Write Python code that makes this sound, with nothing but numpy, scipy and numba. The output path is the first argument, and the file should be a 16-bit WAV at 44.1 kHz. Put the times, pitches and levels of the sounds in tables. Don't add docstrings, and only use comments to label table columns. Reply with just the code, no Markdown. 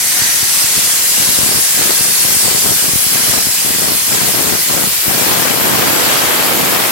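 import sys
import numpy as np
from scipy import signal
from scipy.io import wavfile
from scipy.ndimage import uniform_filter1d, minimum_filter1d, map_coordinates
from numba import njit

SR = 44100
rng = np.random.default_rng(int(sys.argv[2]) if len(sys.argv) > 2 else 0)


def put_to_file(sound):
    columns = np.atleast_2d(sound).T
    safe = np.clip(columns, -1, 1)
    whole_steps = np.round(safe * 32767)
    wavfile.write(sys.argv[1], SR, whole_steps.astype(np.int16))


N = 304731

# (frequency [Hz], left density [dB per Hz], right density [dB per Hz])
HISS_AT_TANK_EDGE = [(120, -29, -31), (406, -1.5, -7.5), (900, -11, -9.5), (1800, -1, -6), (2870, -5, -2.5),
                     (3930, -2, -1.3), (4480, -4, 6), (6200, -0.5, 6.5), (8330, 13, 2.5), (9650, 4.2, 7),
                     (10900, 11.5, -9.5), (12660, -4, 1), (14500, -4.5, -9), (15500, -7, -2)]
# (frequency [Hz], left density [dB per Hz], right density [dB per Hz])
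HISS_BESIDE_NOZZLE = [(120, 10, -11), (400, -7.5, -5), (900, -5, -8.5), (1800, 2, -6.0), (2960, 5, -0.5),
                      (3700, -2.5, 0.5), (4830, -4.5, 4), (6070, -4.5, -1.5), (7970, 0.1, 0.7),
                      (8900, -4, 0.5), (10900, 0.5, -1), (11900, 8.5, 4), (13200, 7.5, -2), (16700, -6, 3)]
# (time [s], level [dB])
HISS_LEVEL = [(0, -14.5), (.7, -12.5), (2.2, -12), (3.9, -13.5), (5.3, -13.5), (5.55, -15), (5.8, -14.5),
              (6.9, -15.5)]
# (time [s], nearness [0 tank edge - 1 nozzle])
WALK = [(0, 0.42), (.8, 0.41), (2.4, 0.36), (4.2, 0.52), (4.9, 0.62), (6.2, 0.78), (6.9, 0.83)]
# (time [s], lag of the left port [s])
NOZZLE_BEARING = [(0, .00001), (1.6, .000055), (5.9, .00006), (6.6, .00001)]
# (frequency [Hz], width [Hz], relative level [dB])
SLOT_RESONANCES = [(1900, 580, -7.5), (6010, 540, -3)]
# (time [s], level [dB])
SLOT_LEVEL = [(0, -23), (.25, -18.5), (.42, -24.5), (.8, -31), (1.1, -30), (2.2, -30), (2.7, -42),
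              (6.9, -49)]
# (start [s], length [s], swell of the splash [dB], rumble of the gust [dB], port [0 left, 1 right])
FROTH_SURGES = [(0.152, .14, 4.5, -30.5, 0), (.54, .1, 3, -35, 0), (.75, .13, 2.5, -29.5, 0),
                (1.182, .14, 3, -25.5, 0), (1.377, .2, 0, -22, 0), (1.798, 0.11, 2.5, -20, 0),
                (2.0, 0.096, 0, -25, 0), (2.232, .1, 2.5, -24.5, 0), (2.449, 0.11, 2.5, -21, 0),
                (2.647, 0.076, -0.5, -19.5, 0), (2.836, 0.06, -0.5, -24, 0), (3.13, .1, 2.5, -22.5, 0),
                (3.278, .11, 3, -21, 0), (3.464, .03, -2.5, -25.5, 0), (3.65, .11, 0, -23.5, 0),
                (3.807, 0.12, 1.5, -18.5, 0), (4.116, 0.18, 3.5, -20, 0), (4.357, .19, 0, -18, 0),
                (4.708, 0.14, 1, -19.5, 0), (5.16, .06, 3, -26, 1), (5.29, 0.062, 5, -21, 1),
                (5.43, 0.065, 3.5, -27.5, 1), (6.06, .14, 4.5, -23, 1)]
# [left [dB], right [dB]]
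CALM_RUMBLE_DB = [-34.5, -41.5]
# (time [s], left rate [Hz], right rate [Hz])
STREAM_EDDY_RATES = [(5.07, 560, 400), (5.14, 1100, 430), (5.55, 900, 490), (5.8, 1330, 533),
                     (6.17, 1900, 1540), (6.48, 1900, 1500), (6.62, 1046, 650), (6.76, 1800, 1800),
                     (6.9, 2180, 1900)]
# (time [s], peak level [dB], port [0 left, 1 right])
LARGE_EDDIES = [(.22, -10.5, 0), (.429, -9, 0), (.642, -12.5, 0), (0.777, -10.5, 0), (1.199, -11.5, 0),
                (1.288, -8, 0), (1.388, -5, 0), (1.432, -7, 0), (1.553, -14, 0), (2.008, -8, 0),
                (2.323, -15, 0), (2.365, -9, 0), (2.46, -10, 0), (2.707, -10, 0), (2.882, -9, 0),
                (2.934, -6.5, 0), (2.957, -4, 0), (3.066, -10, 0), (3.295, -8, 0), (3.38, -8, 0),
                (3.469, -9, 0), (3.705, -10, 0), (3.885, -15, 1), (4.231, -8.5, 1), (4.483, -11, 1),
                (4.525, -11, 1), (5.08, -4, 0), (5.147, -17, 1), (5.31, -15, 1)]

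WANDER_DB, PATCHY_DB, SPUTTER_DB = .5, 1.1, .55
SURGE_SHARE = .7
DIRECT_SHARE = .22
FROTH_DB, FROTH_RIGHT_DB, BUBBLES_PER_S = -25, -6.5, 2500
FROTH_LOW_HZ, FROTH_HIGH_HZ = 712, 4090
USUAL_SPLASH_DB, SWELL_SPREAD_S = -3, .042
GUST_ATTACK_S, GUST_RELEASE_S = .042, .05
GUST_EDDY_HZ, GUST_REFERENCE_DB = 490, -19.5
EDDY_FOLLOWS = .5
STREAM_ENTRY_S, STREAM_DB = [5.1, 5.64], [-17.5, -18]
STREAM_THINS_HZ, STREAM_SPLASH_DB = 1670, 3
LOW_CUT_HZ, PORT_TOP_HZ, PORT_LEAK_DB = 88, 3470, -37
HALL_DB, HALL_BAND_HZ = -52, [65, 240]
CUTOFF_HZ = 15850


def from_db(db):
    return 10 ** (np.asarray(db) / 20)


def rms_one(x):
    return x / np.sqrt(np.mean(x ** 2) + 1e-20)


def in_time(rows):
    times, *columns = np.transpose(rows)
    return [np.interp(np.arange(N) / SR, times, column) for column in columns]


def at_hz(rows, hz):
    points, *columns = np.transpose(rows)
    return np.array([[np.interp(np.log(hz), np.log(points), column)] for column in columns])


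def butter(x, hz, kind, order=2):
    sections = signal.butter(order, np.clip(hz, 10, .45 * SR), kind, fs=SR, output="sos")
    return signal.sosfilt(sections, x + 1e-18)


def drift(rate_hz):
    r = np.exp(-80 * np.pi * rate_hz / SR)
    noise = rng.standard_normal(N // 40 + 2002)
    slow = signal.lfilter([1], [1, -2 * r, r * r], noise)[2000:]
    return np.interp(np.arange(N) / 40, np.arange(len(slow)), rms_one(slow))


def resonance(x, hz, width_hz):
    r = np.exp(-np.pi * width_hz / SR)
    zeros = np.array([1, 0, -1]) * (1 - r * r) / 2
    poles = [1, -2 * r * np.cos(2 * np.pi * hz / SR), r * r]
    return signal.lfilter(zeros, poles, x + 1e-18)


@njit
def smear(x, keep):
    out, state = np.empty(len(x)), 0.
    for i in range(len(x)):
        state = keep[i] * state + (1 - keep[i]) * x[i]
        out[i] = state
    return out


def delayed(x, lag_s):
    return map_coordinates(x, [np.arange(N) - lag_s * SR], order=3, mode="mirror")


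def jet(surge_db, spray_top_hz=5000):
    (level_db,), (near,) = in_time(HISS_LEVEL), in_time(WALK)
    edges = np.geomspace(1260, 17700, 25) - 1200
    direct, diffuse = 0, 0
    for low, high in zip(edges, edges[1:]):
        hz = np.sqrt(low * high)
        noise = butter(rng.standard_normal((3, N)), [low, high], "band")
        colour_db = (1 - near) * at_hz(HISS_AT_TANK_EDGE, hz) + near * at_hz(HISS_BESIDE_NOZZLE, hz)
        spray_db = SURGE_SHARE * surge_db / (1 + (hz / spray_top_hz) ** 2)
        flicker_db = WANDER_DB * drift(3.4) + PATCHY_DB * drift(13) + SPUTTER_DB * drift(32)
        gain = from_db(colour_db + spray_db + flicker_db)
        direct = direct + gain * noise[0]
        diffuse = diffuse + gain * noise[1:]
    left_lag_s = in_time(NOZZLE_BEARING)[0]
    direct = np.array([delayed(direct[0], left_lag_s), direct[1]])
    hiss = np.sqrt(DIRECT_SHARE) * direct + np.sqrt(1 - DIRECT_SHARE) * diffuse
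    hiss = np.array([reflections(side) for side in hiss])
    treble = butter(hiss, [6000, 15500], "band")
    return from_db(level_db) * hiss / np.std(treble)


def reflections(x, echo_db=-18, sway_s=.0001, count=7):
    lags = np.geomspace(.0009, .008, count) * rng.uniform(.93, 1.07, count)
    echoes = sum(delayed(x, lag + sway_s * drift(.54)) for lag in lags)
    return x + from_db(echo_db) * echoes


def kerf():
    air = rng.standard_normal((2, N))
    voiced = 0
    for hz, width_hz, db in SLOT_RESONANCES:
        once = resonance(air, hz, width_hz)
        voiced = voiced + from_db(db) * rms_one(resonance(once, hz, width_hz))
    return from_db(in_time(SLOT_LEVEL)[0]) * rms_one(voiced)


def gust_shape(start_s, end_s):
    t = np.arange(N) / SR
    before, after = np.maximum(start_s - t, 0), np.maximum(t - end_s, 0)
    return -10 * np.minimum(before / GUST_ATTACK_S + after / GUST_RELEASE_S, 10)


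def airflow(port):
    gust_db = np.full(N, float(CALM_RUMBLE_DB[port]))
    for start, length, _, db, side in FROTH_SURGES:
        if int(side > .5) == port:
            gust_db = np.maximum(gust_db, db + gust_shape(start, start + length))
    gust_hz = GUST_EDDY_HZ * from_db(EDDY_FOLLOWS * (gust_db - GUST_REFERENCE_DB))
    stream_hz = in_time(STREAM_EDDY_RATES)[port]
    thinning_db = 10 * np.log10(1 + (stream_hz / STREAM_THINS_HZ) ** 3)
    stream_db = STREAM_DB[port] + gust_shape(STREAM_ENTRY_S[port], N / SR) - thinning_db
    return np.maximum(gust_db, stream_db), np.where(stream_db > gust_db, stream_hz, gust_hz)


def draught(level_db, eddy_hz, crowding=.7, size_spread_db=.5, small_db=-8, lumpy_db=1.45,
            steady_s=.0485, rebound_hz=160, fast_hz=2100):
    pressure = 0
    for scale, db in [(.5, 0), (2, small_db)]:
        born = rng.random(N) < crowding * scale * eddy_hz / SR
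        sizes = from_db(size_spread_db * np.minimum(rng.exponential(1, N), 3))
        pulls = born * (sizes * rng.choice([-1, -1, 1], N))
        keep = np.exp(-2 * np.pi * 2 * scale * eddy_hz / SR)
        rounded = smear(smear(pulls + 1e-18, keep), keep)
        pressure = pressure + from_db(db) * rounded / np.sqrt(scale)
    recover = np.exp(-2 * np.pi * rebound_hz * (eddy_hz / fast_hz) / SR)
    for _ in range(2):
        pressure = pressure - smear(pressure, recover)
    pressure = butter(butter(pressure, LOW_CUT_HZ, "high"), PORT_TOP_HZ, "low")
    power = uniform_filter1d(butter(pressure, [50, 700], "band") ** 2, int(steady_s * SR))
    even = pressure / np.sqrt(power + .014 * np.median(power))
    return even * from_db(level_db + lumpy_db * drift(34))


def thumps(eddy_hz=130):
    pulls = np.zeros((2, N))
    for s, db, port in LARGE_EDDIES:
        pulls[int(port > .5), round(s * SR)] -= from_db(db)
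    age = 2 * np.pi * eddy_hz * np.arange(SR // 20) / SR
    shape = butter(age ** 2 * np.exp(-2 * age), LOW_CUT_HZ, "high", order=1)
    return signal.oaconvolve(pulls, shape[None] / shape.max())[:, :N]


def splash():
    t = np.arange(N) / SR
    swells_db = 0
    for start, length, db, _, _ in FROTH_SURGES:
        from_middle = (t - start - length / 2) / (length / 2 + SWELL_SPREAD_S)
        swells_db = swells_db + db * np.exp(-from_middle ** 2)
    rise_db = STREAM_SPLASH_DB * from_db(gust_shape(STREAM_ENTRY_S[1], N / SR))
    return USUAL_SPLASH_DB + swells_db + rise_db


def froth(surge_db, size_spread_db=3.5, sharpness=14, count=16):
    sizes = from_db(size_spread_db * np.minimum(rng.exponential(1, N), 4)) * rng.choice([-1, 1], N)
    bursts = sizes * (rng.random(N) < BUBBLES_PER_S / SR)
    dealt = rng.integers(0, count, N)
    pitches = np.geomspace(FROTH_LOW_HZ, FROTH_HIGH_HZ, count)
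    rings = sum(resonance(bursts * (dealt == k), hz, hz / sharpness) for k, hz in enumerate(pitches))
    return from_db(FROTH_DB + surge_db) * rms_one(rings)


def hall():
    noise = rng.standard_normal((2, N))
    return from_db(HALL_DB) * rms_one(butter(noise, HALL_BAND_HZ, "band", order=1))


def scene():
    surge_db = splash()
    wind = np.array([draught(*airflow(port)) for port in range(2)]) + thumps()
    leak = from_db(PORT_LEAK_DB) * wind[::-1]
    water = np.array([froth(surge_db), from_db(FROTH_RIGHT_DB) * froth(surge_db)])
    return jet(surge_db) + kerf() + wind + leak + water + hall()


def record(dry):
    sound = butter(dry, 72, "high")
    peak_gain = np.minimum(1, .92 / (np.abs(sound) + 1e-9))
    gain = uniform_filter1d(minimum_filter1d(peak_gain, size=15), size=15)
    top_cut = signal.ellip(14, .1, 90, CUTOFF_HZ, fs=SR, output="sos")
    return signal.sosfilt(top_cut, sound * gain)


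dry = scene()
out = record(dry)
put_to_file(out)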